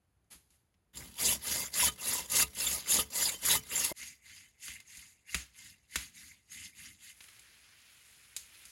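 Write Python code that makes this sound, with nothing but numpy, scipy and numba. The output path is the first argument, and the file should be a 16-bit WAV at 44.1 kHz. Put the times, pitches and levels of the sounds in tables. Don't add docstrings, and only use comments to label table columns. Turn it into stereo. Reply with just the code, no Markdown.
import sys
import numpy as np
from scipy import signal
from scipy.fft import rfft, irfft, next_fast_len
from scipy.io import wavfile
from numba import njit

SR = 44100
rng = np.random.default_rng(int(sys.argv[2]) if len(sys.argv) > 2 else 0)


def master(y):
    cut = np.clip(np.atleast_2d(y).T, -1, 1)
    pcm = np.round(cut * 32767)
    wavfile.write(sys.argv[1], SR, pcm.astype(np.int16))


N = 384111
START_S, SCENE_CHANGE_S = .93, 3.925
GRID = next_fast_len(N + SR)
HZ = np.maximum(np.arange(GRID // 2 + 1) * SR / GRID, 1)

# (pitch [Hz], level [dB], time to fade by 60 dB [s])
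TRUNK = [(64, 12, 0.21), (174, 6, 0.117), (239, 3.5, 0.055)]
# (pitch [Hz], relative level [dB])
FAR_HISS = [(1500, -53), (3500, -3), (4800, -1), (5800, -3), (6700, 2), (8800, -2), (11000, -2),
            (13200, -10.5), (15800, -22.5)]
# (pitch [Hz], relative level [dB])
BRANCHES = [(300, -14.5), (800, -16), (1500, -6), (2500, -2.5), (3300, -4.5), (4800, -6), (5500, -5.5),
            (8000, -21)]


def saw(close):
    # (time [s], relative level [dB])
    snag_rows = [(0.956, -32.5), (0.9708, -24.5), (1.1413, -33), (1.1887, -51), (1.2103, -24),
                 (1.7397, -18.5), (1.9195, -38), (2.0085, -30.5), (2.133, -25), (2.156, -20.5),
                 (2.2997, -22.5), (2.317, -17), (2.356, -19), (2.5494, -29.5), (2.7272, -24),
                 (3.102, -34.5), (3.1507, -22.5), (3.2919, -18), (3.453, -17.5), (3.5944, -47.5),
                 (3.6905, -37), (3.8445, -14)]
    # (pitch [Hz], relative level [dB])
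    near_hiss = [(1500, -42.5), (3500, -7), (4800, -4), (5800, -8), (7000, -1.5), (8600, 0.5), (9800, -1),
                 (11300, -1), (12600, -6), (15800, -14.5)]
    near_wood = [(90, -27), (210, -6), (320, -10), (560, -6), (750, -13.5), (1200, -2.5), (2050, -2),
                 (3000, 5), (4500, 0.5), (8000, -63.5)]
    far_wood = [(300, -28.5), (700, -24), (1300, -9.5), (2100, 3), (3000, 3.5), (4500, -24), (8000, -66)]
    times, db = np.transpose(snag_rows)
    snags = bursts(times, db - 13, fade_s=.04)
    hiss_fade_s = .063
    begun = linger(1. * (np.arange(N) >= START_S * SR), hiss_fade_s)
    turning = from_db(-58.5 + 4.5 * drift(60))
    near_gain = strokes("hiss", near=True, power=2.275, fade_s=hiss_fade_s) + turning
    far_gain = strokes("hiss", near=False, power=3.66, fade_s=hiss_fade_s) + from_db(-76)
    near = teeth(near_gain, near_hiss, near_wood, tear_slope=.82, snags=snags) * close * begun
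    far = teeth(far_gain, FAR_HISS, far_wood, tear_slope=.93) * ~close
    bites = patchy(near + far, depth_db=2.5, rate_hz=18.8)
    ringing = blade(bites, close, bend=.0081, grip_db=6) * from_db(np.where(close, -5.5, -10.5))
    return bites + ringing + trembling(close, begun)


def strokes(sound, near, power, fade_s):
    # (start [s], length [s], place of top speed [0-1], hiss [dB], shake [dB])
    stroke_rows = [(0.931, 0.23, 0.12, -52.5, -51), (1.14, 0.24, 0.58, -26, -43),
                   (1.384, 0.33, 0.43, -31, -51.5), (1.696, 0.2, 0.8, -24, -44),
                   (1.956, 0.33, .45, -31.5, -54), (2.262, 0.19, 0.71, -24, -43),
                   (2.52, 0.34, 0.39, -31, -53), (2.83, 0.21, 0.6, -24, -45),
                   (3.092, 0.31, 0.31, -29.5, -57), (3.384, 0.2, 0.77, -23.5, -44),
                   (3.642, 0.32, 0.49, -31, -58), (3.926, 0.29, 0.25, -47, -66),
                   (4.188, 0.4, 0.25, -54, -70), (4.558, 0.29, 0.39, -46.5, -65),
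                   (4.816, 0.43, 0.26, -53, -70.5), (5.223, 0.28, 0.41, -47, -64),
                   (5.489, 0.34, .35, -54, -67.5), (5.855, 0.29, 0.41, -47.5, -61),
                   (6.097, 0.38, 0.19, -53.5, -65.5), (6.441, 0.33, 0.39, -48, -62),
                   (6.702, 0.33, 0.32, -52, -62.5), (6.953, 0.22, 0.45, -52.5, -74.5)]
    out = np.zeros(N)
    for k, (start, length, peak, hiss_db, shake_db) in enumerate(stroke_rows):
        if (start < SCENE_CHANGE_S) == near:
            progress = np.arange(round(length * SR)) / (length * SR)
            speed = np.sin(np.interp(progress, [0, peak, 1], [0, np.pi / 2, np.pi]))
            full_load = .89 if k % 2 else .94
            load = np.minimum(speed / full_load, 1) ** power
            at = round(start * SR)
            out[at:at + len(load)] += from_db(hiss_db if sound == "hiss" else shake_db) * load
    return linger(out, fade_s)


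def teeth(gain, hiss_colour, wood_colour, tear_slope, snags=0):
    throb = from_db(drift(260) + .5 * drift(48))
    hiss = rms_one(colour(grains(14000, spread_db=2) * throb, hiss_colour))
    crunch = grains(4000, spread_db=1) * throb * from_db(1.23 * drift(50))
    tearing = rms_one(colour(crunch, wood_colour))
    tear_db = -48.5 + tear_slope * (20 * np.log10(gain) + 40)
    return hiss * (gain + snags) + tearing * (from_db(tear_db) + from_db(-22) * snags)


def blade(bites, close, bend, grip_db):
    # (pitch [Hz], relative level [dB], time to fade by 60 dB [s])
    blade_tones = [(990, 1, 0.019), (1240, -14, 0.062), (2095, -4, 0.062), (2250, 6.5, 0.0053),
                   (2763, -5.5, 0.021), (3065, -13.5, 0.075), (3530, -5, 0.0087), (3937, -6.5, 0.012),
                   (4970, -4.5, 0.017), (5330, -8, 0.022), (5826, -6.5, 0.039), (6680, -5, 0.021),
                   (7305, -3.5, 0.017)]
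    same_place = close == np.roll(close, 2)
    out = 0
    for hz, db, fade_s in blade_tones:
        angle = 2 * np.pi * hz / SR * (1 + bend * drift(6.1))
        decay = from_db(-60 / (fade_s * SR)) * same_place
        drive = bites * from_db(db + grip_db * drift(22))
        out = out + bending_tone(drive + 1e-18, decay, angle)
    return rms_one(out) * np.sqrt(np.mean(bites ** 2))


@njit
def bending_tone(x, decay, angle):
    out = np.zeros_like(x)
    for c in range(x.shape[0]):
        for i in range(2, x.shape[1]):
            swing = 2 * decay[i] * np.cos(angle[i]) * out[c, i - 1] - decay[i] ** 2 * out[c, i - 2]
            out[c, i] = np.sin(angle[i]) * x[c, i - 1] + swing
    return out


def trembling(close, begun):
    # (pitch [Hz], relative level [dB])
    near_shake = [(25, -24), (45, -31), (66, 5), (95, -5.5), (125, -4.5), (220, -6.5), (320, -17),
                  (600, -24.5)]
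    far_shake = [(25, -40), (45, -22), (66, 1.5), (95, 1), (125, -4.5), (220, -3), (300, -8.5), (400, -24),
                 (600, -37.5)]
    noise = rng.standard_normal((2, N))
    near_gain = strokes("shake", near=True, power=3.23, fade_s=.24) + from_db(-63.5) * begun
    far_gain = strokes("shake", near=False, power=3.23, fade_s=.24)
    boom = ring(noise[::-1] * near_gain, TRUNK) * from_db(-8.5) / np.std(ring(noise[0], TRUNK))
    near = rms_one(colour(noise, near_shake)) * near_gain + boom
    far = rms_one(colour(noise, far_shake)) * far_gain
    return np.where(close, near, far)


def twangs():
    # (time [s], relative level [dB])
    flicks = [(1.885, -35.5), (2.425, -34), (2.99, -29.5), (3.555, -34)]
    # (pitch [Hz], level [dB], time to fade by 60 dB [s])
    twang_tones = [(1234, 3, 0.081), (958, -15.5, 0.12), (435, -20, 0.3)]
    return taps(flicks, twang_tones)


def short_knock():
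    # (pitch [Hz], level [dB], time to fade by 60 dB [s])
    knock_tones = [(610, 0, .035), (380, -5, .03), (950, -5, .02)]
    knock_s, knock_db = 3.9162, -33
    return taps([(knock_s, knock_db)], knock_tones)


def cracks():
    # (time [s], relative level [dB], low part's offset [dB], thump's offset [dB])
    crack_rows = [(0.2423, -73, -20, -15), (0.5045, -58, -14, -25), (0.742, -76, 9, -8),
                  (3.9965, -47, 1.5, -31), (4.028, -40, 2, -34), (4.6812, -35, 1.5, -32),
                  (4.802, -45.5, 1, -42), (4.9708, -38.5, -17, -30), (5.3449, -22.5, 3.5, -25.5),
                  (5.9574, -20, 0.5, -32.5), (7.206, -63, 23, -30), (7.2414, -54, 4, -40),
                  (7.285, -55.5, 9, -35), (7.394, -43.5, -16, -48), (8.3646, -23.5, -13.5, -52),
                  (8.6528, -39.5, -22, -39)]
    times, db, low_db, thump_db = np.transpose(crack_rows)
    noises = rng.standard_normal((2, 2, N))
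    out = taps(zip(times + .006, db + thump_db), TRUNK)
    for noise, level_db, points in zip(noises, (db, db + low_db), (FAR_HISS, BRANCHES)):
        split = bursts(times, level_db - 4, fade_s=.028)
        splinters = bursts(times + .0025, level_db - 20.5, fade_s=.32)
        filter_gain = np.std(colour(noises[0, 0], points))
        out += colour(noise * (split + splinters), points) / filter_gain
    return out


def treetop():
    # (time [s], branches [dB], twigs [dB])
    topple = [(7.1, -70, -71), (7.23, -63, -56.5), (7.31, -60.5, -62), (7.526, -61.5, -67),
              (7.826, -61, -66.5), (8.086, -62.5, -61.5), (8.36, -61.5, -65), (8.552, -59, -61.5),
              (8.71, -60, -57)]
    # (pitch [Hz], relative level [dB])
    twig_colour = [(3000, -13.5), (5500, -5), (6800, -0.5), (8500, 0.5), (10800, 3), (13000, -5),
                   (15800, -18)]
    times, *levels = np.transpose(topple)
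    branch_db, twig_db = [np.interp(np.arange(N) / SR, times, db, left=-200, right=-200) for db in levels]
    branches = rustle(BRANCHES, per_s=5500) * from_db(branch_db)
    twigs = rustle(twig_colour, per_s=4000) * from_db(twig_db)
    return patchy(branches + twigs, depth_db=1.3, rate_hz=20)


def footstep():
    # (time [s], relative level [dB], time to fade by 60 dB [s])
    crunches = [(0.3, -39.5, 0.099), (0.36, -70.5, 0.59), (0.497, -63.5, 0.19)]
    # (pitch [Hz], relative level [dB])
    leaf_colour = [(300, -8), (900, -11), (2500, -8.5), (4500, -5.5), (6000, -7), (8500, -6.5), (11000, -2),
                   (13200, -11), (15600, -33)]
    soften_s = np.log(1000) * .013
    crush = linger(linger(bursts(*np.transpose(crunches)), soften_s), soften_s)
    stirring = from_db(-87) * (np.arange(N) < START_S * SR)
    heel_s, heel_db = .352, -70
    return rustle(leaf_colour, per_s=9000) * (crush + stirring) + taps([(heel_s, heel_db)], TRUNK)


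def rustle(points, per_s):
    snaps = grains(per_s, spread_db=1.5) * from_db(.5 * drift(36))
    return rms_one(colour(snaps, points))


def wind():
    # (pitch [Hz], relative level [dB])
    air_colour = [(15, -20), (25, -25), (59, 0), (276, -19), (314, -18.5), (429, -20), (600, -23.5),
                  (682, -21.5), (12000, -48), (15600, -88.5), (22000, -120)]
    return from_db(-74.5) * rms_one(colour(rng.standard_normal((2, N)), air_colour))


def from_db(db):
    return 10 ** (np.asarray(db) / 20)


def rms_one(x):
    return x / np.sqrt(np.mean(x ** 2) + 1e-20)


def drift(rate_hz):
    r = np.exp(-2 * np.pi * rate_hz / SR)
    return rms_one(signal.lfilter([1], [1, -2 * r, r * r], rng.standard_normal(N + SR))[SR:])


def grains(per_s, spread_db):
    sizes = from_db(spread_db * np.minimum(rng.exponential(1, (2, N)), 5))
    signs = rng.choice([-1, 1], (2, N))
    return rms_one(sizes * signs * (rng.random((2, N)) < per_s / SR))


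def bursts(times, dbs, fade_s):
    out = np.zeros(N)
    for start, db, fade in np.broadcast(times, dbs, fade_s):
        at = round(start * SR)
        age = np.arange(min(N - at, SR // 2)) / SR
        out[at:at + len(age)] += from_db(db - 60 * age / fade)
    return out


def linger(x, fade_s):
    decay = from_db(-60 / (fade_s * SR))
    return signal.lfilter([1 - decay], [1, -decay], x)


def ring(x, tones):
    out = 0
    for hz, db, fade_s in tones:
        decay, angle = from_db(-60 / (fade_s * SR)), 2 * np.pi * hz / SR
        feedback = [1, -2 * decay * np.cos(angle), decay ** 2]
        out = out + from_db(db) * signal.lfilter([0, np.sin(angle)], feedback, x + 1e-18)
    return out


def taps(rows, tones):
    blows = np.zeros(N)
    for time, db in rows:
        blows[round(time * SR)] = from_db(db)
    return ring(blows, tones) * [[1.3], [.4]]


def colour(x, points):
    hz, db = np.transpose(points)
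    log_gain = np.interp(np.log(HZ), np.log(hz), db) * np.log(10) / 20
    cepstrum = irfft(log_gain, GRID)
    cepstrum[1:GRID // 2] *= 2
    cepstrum[GRID // 2 + 1:] = 0
    return irfft(rfft(x, GRID) * np.exp(rfft(cepstrum)), GRID)[..., :N]


def patchy(x, depth_db, rate_hz):
    place = np.interp(np.log(HZ), np.log(np.geomspace(500, 14000, 12)), np.arange(12))
    spectrum, out = rfft(x, GRID), 0
    for k in range(12):
        band = irfft(spectrum * np.clip(1 - abs(place - k), 0, 1), GRID)[:, :N]
        out = out + band * from_db(depth_db * drift(rate_hz))
    return out


def stereo(pair, rows):
    hz, *columns = np.transpose(rows)
    alike, lead, balance_db = [np.interp(HZ, hz, column) for column in columns]
    alike = np.clip(alike, 0, 1)
    shared, own = rfft(pair, GRID) * np.sqrt([(1 + alike) / 2, (1 - alike) / 2])
    tilt = from_db(balance_db / 2) * np.exp(-.5j * lead)
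    return irfft([(shared + own) * tilt, (shared - own) / tilt], GRID)[:, :N]


def scene():
    # (pitch [Hz], likeness [0-1], right side's lead [radians], left minus right [dB])
    near_image = [(100, .92, 0, -1), (450, .75, -.1, -4), (900, .75, -1, 1), (1500, .4, -2.6, 1),
                  (3000, .4, -2.3, 0), (4800, .1, -3.4, 1.3), (6500, .6, -6, -2.5), (7400, .15, -6.4, -4),
                  (8000, .65, -3.4, -1), (9200, .6, -3, 1.2), (10300, .9, -.3, -1), (11300, .97, .1, -.4),
                  (12400, .8, 1.7, -.3), (13150, 1, np.pi, 0), (13750, 1, np.pi, 0), (14500, .65, 4.3, 0),
                  (15400, .97, 2 * np.pi, 0)]
    far_image = [(100, .7, 0, -2), (600, .3, -1.7, -2), (1500, .6, -.4, 1), (2300, .88, -.3, -1),
                 (4000, .2, -1.1, 0), (5100, .4, -1.5, .6), (5700, .55, -3.4, -.4), (6400, .6, -6.2, -1),
                 (7200, .6, -7, -2), (7900, .5, -9.4, -2), (8400, .2, -11.5, -3), (9300, .45, -9.6, -4.5),
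                 (10200, .65, -6.2, -4), (11300, .92, -6.1, -2.5), (12400, .75, -4.6, -.3),
                 (13000, 1, -np.pi, 0), (13800, 1, -np.pi, 0), (14600, .4, -1.9, -.3), (15400, .97, 0, 0)]
    close = np.arange(N) < SCENE_CHANGE_S * SR
    sawing = saw(close)
    near = (sawing + twangs() + short_knock()) * close
    far = sawing * ~close + treetop() + wind() + cracks() + footstep()
    return stereo(near, near_image) + stereo(far, far_image)


def record(dry):
    bass_cut = signal.butter(2, 47, "high", fs=SR, output="sos")
    treble_cut = signal.cheby2(22, 65, 16400, fs=SR, output="sos")
    return signal.sosfilt(treble_cut, signal.sosfilt(bass_cut, dry))


dry = scene()
out = record(dry)
master(out)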